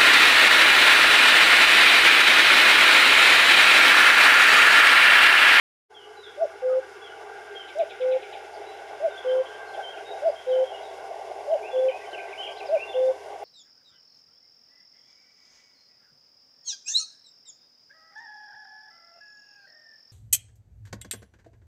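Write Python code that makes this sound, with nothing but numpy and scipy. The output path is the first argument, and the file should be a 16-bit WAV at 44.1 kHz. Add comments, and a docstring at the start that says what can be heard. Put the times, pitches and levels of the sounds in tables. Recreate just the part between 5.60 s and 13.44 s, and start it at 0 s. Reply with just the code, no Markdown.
"""A cuckoo on a bare twig calls six times in open country: a short arched "cuck", then a level,
lower "oo", both almost pure tones from a closed bill and swollen throat.
Small songbirds whistle and tick further off, scattered by the trees, among faint rustles.
Behind them far traffic swells and fades in moving air, with a wavering motor whine and a low hum."""
import sys
import numpy as np
from scipy import signal
from scipy.fft import rfft, irfft
from scipy.io import wavfile
from scipy.ndimage import uniform_filter1d

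SR = 44100
rng = np.random.default_rng(int(sys.argv[2]) if len(sys.argv) > 2 else 0)


def materialize(psi):
    """Save the field psi as 16-bit PCM at rate SR to the path in sys.argv[1].

    A 1-D psi becomes a single channel; in a 2-D psi each row is a channel.
    """
    bounded = np.clip(np.atleast_2d(psi).T, -1, 1)
    quanta = np.round(bounded * 32767).astype(np.int16)
    wavfile.write(sys.argv[1], SR, quanta)


N = 345744
T = np.arange(N) / SR

# Background noise spectra, low to high: freq_hz, density_db
RUMBLE_SPECTRUM = [(20, -19.5), (50, -11), (80, -6), (120, -0.5), (160, -2), (210, -4), (280, -9),
                   (400, -28.5)]
DRONE_SPECTRUM = [(230, -43), (300, -20.5), (350, -13), (385, -3.5), (412, 2), (450, -4.5), (500, -11),
                  (570, -27), (700, -52.5)]
ROAR_FAR_SPECTRUM = [(480, -41.5), (560, -19.5), (610, -14), (690, -3.5), (735, -4.5), (800, 3.5),
                     (860, -1), (940, -18.5), (1050, -36.5)]
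ROAR_NEAR_SPECTRUM = [(400, -27.5), (480, -5.5), (550, -5.5), (665, 5), (735, 1.5), (782, 4), (850, -3),
                      (960, -15), (1100, -32)]
MURMUR_FAR_SPECTRUM = [(860, -21), (950, -6.5), (1030, -1), (1085, -18), (1165, 4), (1220, -4.5),
                       (1290, -13)]
MURMUR_NEAR_SPECTRUM = [(860, -6.5), (950, 5.5), (1030, 1), (1095, 2.5), (1170, 1), (1240, -10.5),
                        (1330, -15)]
RUSH_SPECTRUM = [(1150, -42.5), (1290, -6.5), (1410, 7), (1480, 10), (1550, 2), (1610, 8), (1680, -0.5),
                 (1760, -19.5), (1950, -42.5)]
TYRE_SPECTRUM = [(1550, -9.5), (1780, -2.5), (1910, 1), (2000, 1), (2090, 5), (2180, 4), (2330, -1),
                 (2490, -6.5), (2680, 1.5), (3000, -4), (3500, -5), (4100, -15), (4700, -35)]
HISS_SPECTRUM = [(3400, -12), (4200, -7), (4600, -5), (4950, 0.5), (5800, -3.5), (6400, -6.5), (7000, -6),
                 (7900, -14), (8600, -11), (9900, -9.5), (11500, -17), (12700, -21.5), (15200, -30)]
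# Traffic envelopes, before trim and gusts: time_s, level_db
ROAR_ENVELOPE = [(0.34, -47.5), (0.7, -53.5), (1.06, -44.5), (1.42, -51.5), (1.66, -43), (2.14, -49.5),
                 (2.74, -41.5), (3.3, -42.5), (3.94, -43.5), (4.18, -35.5), (4.3, -41.5), (4.58, -37.5),
                 (4.95, -37), (5.38, -40), (5.58, -36), (5.98, -37), (6.46, -40), (7.82, -39)]
MURMUR_ENVELOPE = [(0.4, -58), (1.1, -54.5), (1.7, -56), (2.7, -60), (3.95, -50), (4.4, -55.5),
                   (5.6, -52.5), (6.6, -53.5), (7.8, -53)]
RUSH_ENVELOPE = [(0.34, -54.5), (1.42, -50), (2.98, -53), (4.06, -49.5), (6.34, -61.5), (6.58, -56.5),
                 (7.3, -62), (7.822, -60)]
TYRE_ENVELOPE = [(0.34, -61.5), (2.14, -56.5), (2.62, -55.5), (5.02, -57), (6.22, -59.5), (6.34, -56.5),
                 (7.82, -59)]
# Brief swells and dips of the roar: centre_s, half_width_s, gain_db
ROAR_BUMPS = [(.84, 0.028, 10), (1.08, 0.066, -1.5), (4.81, 0.091, -10.5), (7.6, 0.034, -7.5)]
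# Motor whine swells: centre_s, half_width_s, level_db
MOTOR_SWELLS = [(2.05, 0.31, -54), (3.55, 0.22, -51.5), (4.08, 0.29, -48), (6.15, 0.14, -57.5),
                (6.58, 0.091, -48.5), (7.0, 0.53, -57)]
# Stray rustles: start_s, length_s, centre_hz, level_db, width_ratio
RUSTLE_PUFFS = [(0.817, 0.051, 5430, -58, 0.12), (1.068, 0.1, 1254, -47.5, 0.042),
                (2.183, 0.0079, 6350, -51, 0.29), (2.917, 0.076, 4700, -57.5, 0.071),
                (3.701, 0.2, 1020, -47, .056), (4.641, 0.11, 4840, -57, 0.052),
                (6.93, 0.11, 4900, -59, 0.078)]
# Scattering by trees: freq_hz, gain_db
FOLIAGE_SPECTRUM = [(200, -13), (600, 6), (3000, -7), (8000, -4)]

# Far songbird's twitter: start_s, length_s, centre_hz, level_db
TWITTER_BOUTS = [(3.563, .42, 3350, -53), (4.854, 0.45, 3340, -61)]
# Slurred whistles: start_s, length_s, start_hz, middle_hz, end_hz, level_db
FAR_WHISTLES = [(0.332, 0.13, 3500, 3064, 2880, -47.5), (0.56, 0.067, 4050, 3950, 3830, -55.5),
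                (0.627, 0.076, 3820, 3420, 3290, -46.5), (1.412, 0.059, 3270, 3380, 3090, -49.5),
                (1.466, 0.046, 3180, 2984, 2990, -51), (1.946, 0.093, 3264, 3200, 2910, -43.5),
                (3.057, 0.054, 3860, 3920, 3970, -57), (3.499, .065, 3720, 3610, 3540, -53),
                (3.563, 0.052, 3550, 3380, 3230, -48.5), (3.669, 0.077, 3210, 3096, 3240, -46.5),
                (3.851, 0.043, 3230, 3073, 3060, -49), (4.066, 0.041, 4520, 4190, 4100, -59),
                (4.134, .028, 3600, 3220, 2920, -49), (4.143, .07, 3700, 3500, 3450, -61),
                (4.22, 0.1, 3240, 3118, 3344, -44), (4.332, 0.021, 2640, 2860, 3080, -50),
                (4.354, 0.024, 3150, 2770, 2470, -54), (4.373, 0.024, 2250, 2690, 3000, -48),
                (4.444, .095, 3720, 3746, 3800, -49.5), (4.755, 0.04, 3210, 3170, 3280, -48.5),
                (4.792, .03, 3250, 3450, 3480, -59), (4.816, 0.019, 3400, 3150, 2880, -55),
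                (4.883, .025, 3950, 3790, 3660, -55), (4.907, 0.063, 3370, 3058, 3154, -45.5),
                (5.034, 0.073, 3240, 3245, 3030, -49.5), (5.12, 0.053, 2985, 2890, 2900, -46),
                (5.175, 0.034, 3120, 3280, 3400, -57), (5.228, 0.047, 3960, 3830, 3450, -55)]
NEAR_WHISTLES = [(5.913, 0.011, 3350, 3030, 2600, -49), (5.936, 0.011, 2640, 2950, 3180, -48.5),
                 (5.982, 0.013, 2250, 2600, 3070, -57), (6.018, 0.083, 2185, 2620, 2830, -46.5),
                 (6.281, 0.028, 2900, 3060, 2530, -45), (6.304, 0.083, 2443, 2500, 2630, -47.5),
                 (6.404, .034, 1800, 1980, 1980, -52), (6.461, .026, 2950, 3070, 3050, -50),
                 (6.508, .016, 3400, 3900, 4650, -56.5), (6.528, 0.028, 3000, 2950, 2390, -39.5),
                 (6.555, 0.069, 2480, 2410, 2640, -48), (6.674, 0.016, 1900, 1990, 2040, -48.5),
                 (6.922, 0.015, 4500, 5000, 5100, -54), (6.96, 0.021, 3280, 3770, 4260, -53.5),
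                 (6.981, .016, 4200, 3930, 3100, -53), (7.056, 0.027, 5630, 5000, 4750, -50.5),
                 (7.084, 0.012, 4750, 4150, 3850, -54), (7.164, 0.049, 2290, 2450, 2760, -43.5),
                 (7.194, 0.065, 2514, 2724, 2750, -38.5), (7.468, 0.018, 3560, 3590, 3600, -50.5)]
# Near songbird's downward flicks: start_s, start_hz, level_db
NEAR_CHIPS = [(6.282, 2716, -42), (6.435, 2600, -46), (6.578, 2688, -39), (6.726, 2690, -40.5),
              (6.867, 2780, -43.5), (7.001, 2870, -41), (7.143, 3000, -44.5)]
# Its held notes with a dip: start_s, length_s, pitch_hz, level_db
NEAR_DIPPED_NOTES = [(6.103, .112, 3430, -50), (7.272, .12, 3527, -45.5)]
# Even run of scolding ticks: start_s, level_db
SCOLD_TICKS = [(2.078, -47), (2.187, -47), (2.295, -47), (2.404, -47.5), (2.511, -46.5), (2.618, -46.5),
               (2.724, -46.5)]
# One tick: time_s, pitch_ratio, gain_db
TICK_SHAPE = [(0, 1, -17), (.0045, .86, -2), (.0085, .7, 0), (.013, .59, -3), (.018, .535, -2.5),
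              (.025, .52, -9)]

# Cuckoo's first syllable: peak_s, top_hz, peak_db, flank_swell_ratio
CUCK_NOTES = [(.8306, 672, -15, 0.27), (2.2088, 678, -16, 0.39), (3.4577, 667.5, -16, 0.4),
              (4.6754, 671, -14, 0.45), (5.934, 664.6, -15.5, 0.61), (7.1453, 660.4, -15.0, 0.59)]
# One "cuck": from_peak_s, pitch_ratio, gain_db
CUCK_SHAPE = [(-.062, 0.915, -48.5), (-.05, .85, -24.5), (-.04, .88, -22), (-.026, 0.94, -16),
              (-.013, 1, -5.5), (-.003, 0.99, 0), (.007, 0.97, -2), (0.016, .885, -11.5),
              (0.027, 0.846, -11), (.03, 0.894, -17.5), (0.039, 0.96, -46.5)]
# Second syllable: start_s, length_s, pitch_hz, held_db
OO_NOTES = [(1.019, .188, 515, -18.4), (2.398, .188, 515, -18.8), (3.642, .19, 515, -18.7),
            (4.865, .191, 516, -17.7), (6.126, .189, 519, -18.5), (7.339, .189, 517, -17.6)]
# Faint noise round the cuckoo's tone: freq_hz, density_db
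HUSK_SPECTRUM = [(60, -16.5), (250, -0.5), (700, -0.5), (1300, 0.5), (2500, -7.5), (4000, -12),
                 (5500, -16.5), (10000, -21), (14000, -34)]


def from_db(db):
    """Decibels to gain."""
    return 10 ** (np.asarray(db) / 20)


def unit_rms(x):
    """Scale to unit rms."""
    return x / np.sqrt(np.mean(x ** 2) + 1e-20)


def interp_columns(rows, at):
    """Interpolate each later column along the first."""
    first, *columns = np.transpose(rows)
    return [np.interp(at, first, column) for column in columns]


def bump(t, centre_s, half_width_s):
    """Gaussian of unit height."""
    return np.exp(-((t - centre_s) / half_width_s) ** 2)


def drift(rate_hz):
    """Unit-rms wander, from about rate_hz / 10 to rate_hz."""
    count = N // 40
    ratio = np.arange(count // 2 + 1) * SR / N / rate_hz
    band = np.minimum(10 * ratio, 1) / (1 + ratio ** 2) ** 2
    slow = irfft(rfft(rng.standard_normal(count)) * band, count)
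    return np.interp(T, np.linspace(0, T[-1], count), unit_rms(slow))


def noise(spectrum):
    """Unit-rms shaped noise, rolled off beyond the spectrum's ends."""
    log_hz = np.log(np.maximum(np.arange(N // 2 + 1) * SR / N, 1))
    hz, db = np.transpose(spectrum)
    outside = abs(log_hz - np.clip(log_hz, np.log(hz[0]), np.log(hz[-1])))
    gain = from_db(np.interp(log_hz, np.log(hz), db) - 170 * outside)
    return unit_rms(irfft(rfft(rng.standard_normal(N)) * gain, N))


def phase_of(hz):
    """Running phase of a moving pitch."""
    return 2 * np.pi * np.cumsum(hz) / SR


def add(track, start_s, sound):
    """Mix a sound in at start_s."""
    i = int(start_s * SR)
    track[i:i + len(sound)] += sound[:N - i]


def hum(pitch_hz=78, tone_db=-72, octave_db=-13, rumble_db=-75):
    """Faint steady hum over a little rumble."""
    phase = phase_of(pitch_hz + .75 * drift(2))
    tone = np.sqrt(2) * (np.sin(phase) + from_db(octave_db) * np.sin(2 * phase))
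    return from_db(tone_db + drift(3.5)) * tone + from_db(rumble_db) * noise(RUMBLE_SPECTRUM)


def gusts(depth_db, rate_hz):
    """Wavering gain from moving air."""
    return from_db(depth_db * drift(rate_hz))


def traffic(approach_s=(.51, 4.53), gust_db=1.93):
    """Far traffic in wavering noise bands; the roar fills out downwards as it nears."""
    def envelope(rows, trim_db):
        return from_db(interp_columns(rows, T)[0] + trim_db)

    near = np.interp(T, approach_s, (0, 1))
    far_gain, near_gain = np.sqrt(1 - near), np.sqrt(near)
    bumps_db = sum(db * bump(T, centre_s, width_s) for centre_s, width_s, db in ROAR_BUMPS)
    roar = far_gain * noise(ROAR_FAR_SPECTRUM) + near_gain * noise(ROAR_NEAR_SPECTRUM)
    murmur = far_gain * noise(MURMUR_FAR_SPECTRUM) + near_gain * noise(MURMUR_NEAR_SPECTRUM)
    drone, rush = noise(DRONE_SPECTRUM), noise(RUSH_SPECTRUM)
    drone *= gusts(gust_db, 23) * from_db(-48 + 1.46 * near + .5 * bumps_db)
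    roar *= gusts(gust_db, 23) * envelope(ROAR_ENVELOPE, trim_db=-.96) * from_db(bumps_db)
    rush *= gusts(gust_db, 23) * envelope(RUSH_ENVELOPE, trim_db=.5)
    murmur *= gusts(1.5, 15) * envelope(MURMUR_ENVELOPE, trim_db=-1)
    tyres = gusts(.8, 19) * envelope(TYRE_ENVELOPE, trim_db=4) * noise(TYRE_SPECTRUM)
    hiss = gusts(.83, 19) * from_db(-62 + 2.5 * near) * noise(HISS_SPECTRUM)
    return drone + roar + murmur + rush + tyres + hiss


def motor(start_hz=1585, sag_hz_per_s=4.6, wander_hz=9, wobble_hz=8.6, floor_db=-65, lower_db=-52):
    """Far whine on two lines an octave apart; the upper swells when the air carries it."""
    phase = phase_of(start_hz - sag_hz_per_s * T + wander_hz * drift(5.02) + wobble_hz * drift(47))
    swells = sum(from_db(db) * bump(T, centre_s, width_s) for centre_s, width_s, db in MOTOR_SWELLS)
    upper = (from_db(floor_db) + swells) * gusts(2.5, 41) * np.sin(phase)
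    lower = from_db(lower_db) * np.minimum(T / 2.6, 1) * gusts(2.5, 28) * np.sin(phase / 2)
    return np.sqrt(2) * (upper + lower)


def rustles():
    """Soft noise puffs, each round its own pitch."""
    out = np.zeros(N)
    skirt = [(-3, -25), (-1, -6), (0, 0), (1, -6), (3, -25)]   # offset_widths, gain_db
    for start_s, length_s, centre_hz, level_db, width in RUSTLE_PUFFS:
        puff = noise([(centre_hz * (1 + width) ** offset, db) for offset, db in skirt])
        count = int(length_s * SR)
        add(out, start_s, from_db(level_db) * puff[:count] * np.hanning(count))
    return out


def trees(x, t60_s, build_s):
    """Diffuse echo from trunks and leaves: builds up, then decays."""
    tail = noise(FOLIAGE_SPECTRUM) * from_db(-60 * T / t60_s) * (1 - bump(T, 0, build_s))
    return signal.fftconvolve(x, tail[:SR] / np.sqrt(np.sum(tail ** 2)))[:N]


def chirp(hz, level_db, taper=.4):
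    """Soft-edged sine following a pitch curve."""
    edges = signal.windows.tukey(len(hz), taper)
    return np.sqrt(2) * from_db(level_db) * edges * np.sin(phase_of(hz))


def whistle(length_s, start_hz, middle_hz, end_hz, level_db, quaver=.0066):
    """Parabolic glide with slightly unsteady pitch."""
    progress = np.linspace(0, 1, int(length_s * SR))
    parabola = np.polyfit([0, .5, 1], [start_hz, middle_hz, end_hz], 2)
    jitter = np.interp(progress * length_s, np.linspace(0, .25, 90), rng.standard_normal(90))
    return chirp(np.polyval(parabola, progress) * (1 + quaver * jitter), level_db)


def twitter(notes_per_s=14, note_s=.03, spread=.12, glide=.073):
    """Faint, loosely timed notes, each gliding up or down round a random pitch."""
    out = np.zeros(N)
    for start_s, length_s, centre_hz, level_db in TWITTER_BOUTS:
        for slot_s in np.arange(start_s, start_s + length_s, 1 / notes_per_s):
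            late, detune, slope = rng.uniform(-1, 1, size=3)
            hz = centre_hz * (1 + spread * detune)
            step_hz = hz * glide * slope
            note = whistle(note_s, hz + step_hz, hz, hz - step_hz, level_db)
            add(out, slot_s + .14 * late / notes_per_s, note)
    return out


def far_songbird():
    """Slurs over twitter, deep in the trees: twigs blur each note, swaying branches answer later."""
    song = twitter()
    for start_s, *note in FAR_WHISTLES:
        add(song, start_s, whistle(*note, quaver=.012))
    song *= from_db(1.7 * drift(60))
    blur = from_db(-9) * trees(song, t60_s=.09, build_s=.0014)
    echo = from_db(-5 + 1.5 * drift(70)) * trees(song, t60_s=.45, build_s=.008)
    return from_db(-2) * song + blur + echo


def scolding(start_hz=4250, scatter_from_hz=2600):
    """Dry ticks: fast falling sweeps that level out, scattered by the leaves of a bush."""
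    t = np.arange(0, TICK_SHAPE[-1][0], 1 / SR)
    pitch_ratio, shape_db = interp_columns(TICK_SHAPE, t)
    ticks = np.zeros(N)
    for start_s, level_db in SCOLD_TICKS:
        add(ticks, start_s, chirp(start_hz * pitch_ratio, level_db + shape_db, taper=.1))
    ticks *= from_db(2.5 * drift(300))
    treble = signal.sosfilt(signal.butter(2, scatter_from_hz, "high", fs=SR, output="sos"), ticks)
    blur = from_db(-1) * trees(treble, t60_s=.08, build_s=.0015)
    spray = from_db(3.5) * trees(treble, t60_s=.26, build_s=.004)
    return from_db(-2.5) * ticks + blur + spray


def dipped_whistle(length_s, pitch_hz, level_db, fall=.21):
    """High held note that flicks down and back near its middle."""
    t = np.arange(0, length_s, 1 / SR)
    dip = bump(t, .58 * length_s, half_width_s=.01)
    return chirp(pitch_hz * (1 - fall * dip), level_db)


def trill(length_s=.11, pitch_hz=3050, level_db=-35.5, attack_s=.035, hold_s=.05, rate_hz=54):
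    """Note that scoops up, holds, then breaks into a softer warble."""
    t = np.arange(0, length_s, 1 / SR)
    scoop = .35 * np.exp(-t / .004)
    warbling = np.clip((t - hold_s) * rate_hz + .5, 0, 1)
    warble = .08 * warbling * np.sin(2 * np.pi * rate_hz * (t - hold_s))
    attack = np.sqrt(np.minimum(t / attack_s, 1))
    return attack * chirp(pitch_hz * (1 - scoop - warble), level_db - 2.5 * warbling, taper=.08)


def near_songbird(chip_s=.0203, chip_fall=.216, trill_start_s=6.773):
    """One clear phrase of slurs, chips, dipped notes and a trill, with a light tree echo."""
    song = np.zeros(N)
    for start_s, *note in NEAR_WHISTLES:
        add(song, start_s, whistle(*note))
    for start_s, hz, level_db in NEAR_CHIPS:
        fall_hz = hz * chip_fall
        add(song, start_s, whistle(chip_s, hz, hz - .596 * fall_hz, hz - fall_hz, level_db))
    for start_s, *note in NEAR_DIPPED_NOTES:
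        add(song, start_s, dipped_whistle(*note))
    add(song, trill_start_s, trill())
    song *= from_db(1.5 * drift(110))
    echo = from_db(-7 + 1.8 * drift(90)) * trees(song, t60_s=.5, build_s=.008)
    blur = from_db(-11) * trees(song, t60_s=.09, build_s=.0014)
    return from_db(-.5) * song + blur + echo


def huskiness(call, gain_db=-40):
    """Faint noise round the cuckoo's tone, rising and falling with the call's loudness."""
    power = np.maximum(uniform_filter1d(call ** 2, size=400), 0)
    return from_db(gain_db) * power / np.sqrt(power.max()) * noise(HUSK_SPECTRUM)


def hoot(hz, level_db, second_db=-50, third_db=-46):
    """Closed bill and swollen throat leave an almost pure tone."""
    phase = phase_of(hz)
    overtones = from_db(second_db) * np.sin(2 * phase) + from_db(third_db) * np.sin(3 * phase)
    return from_db(level_db) * (np.sin(phase) + overtones)


def oo(length_s, pitch_hz, held_db, attack_s=.021, release_s=.024, rise=.028):
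    """Second syllable: swells, holds and stops while the pitch creeps up."""
    t = np.arange(0, length_s, 1 / SR)
    attack = 1 - np.exp(-t / attack_s)
    release = np.sin(np.pi / 2 * np.minimum((length_s - t) / release_s, 1)) ** 2
    return attack * release * hoot(pitch_hz * (1 + rise * (t / length_s - .5)), held_db)


def cuckoo(flutter_db=.67):
    """Arched "cuck", then "oo"; each cuck has its own level and flank fullness."""
    t = np.arange(CUCK_SHAPE[0][0], CUCK_SHAPE[-1][0], 1 / SR)
    pitch_ratio, shape_db = interp_columns(CUCK_SHAPE, t)
    edges = signal.windows.tukey(len(t), .13)
    out = np.zeros(N)
    for peak_s, top_hz, peak_db, swell in CUCK_NOTES:
        cuck = edges * hoot(top_hz * pitch_ratio, peak_db + shape_db * (1 - swell))
        add(out, peak_s + t[0], cuck)
    for start_s, *note in OO_NOTES:
        add(out, start_s, oo(*note))
    return out * from_db(flutter_db * drift(150))


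def scene():
    """Mono mix: near, almost dry cuckoo over songbirds and traffic."""
    call = cuckoo()
    echo = from_db(-32) * trees(call, t60_s=.35, build_s=.012)
    birds = call + huskiness(call) + echo + far_songbird() + near_songbird() + scolding()
    return (birds + rustles() + traffic() + motor() + hum())[None]


def record(dry, open_s=.303, fade_db=-7, fade_s=.18, cutoff_hz=15350):
    """Brief silence, fade-in, steep low-pass."""
    gate = 1 / (1 + np.exp(-(T - open_s) / .003))
    fade = from_db(fade_db * np.exp(-np.maximum(T - open_s, 0) / fade_s))
    lowpass = signal.ellip(10, .1, 90, cutoff_hz, fs=SR, output="sos")
    return signal.sosfilt(lowpass, dry * gate * fade)


dry = scene()
out = record(dry)
materialize(out)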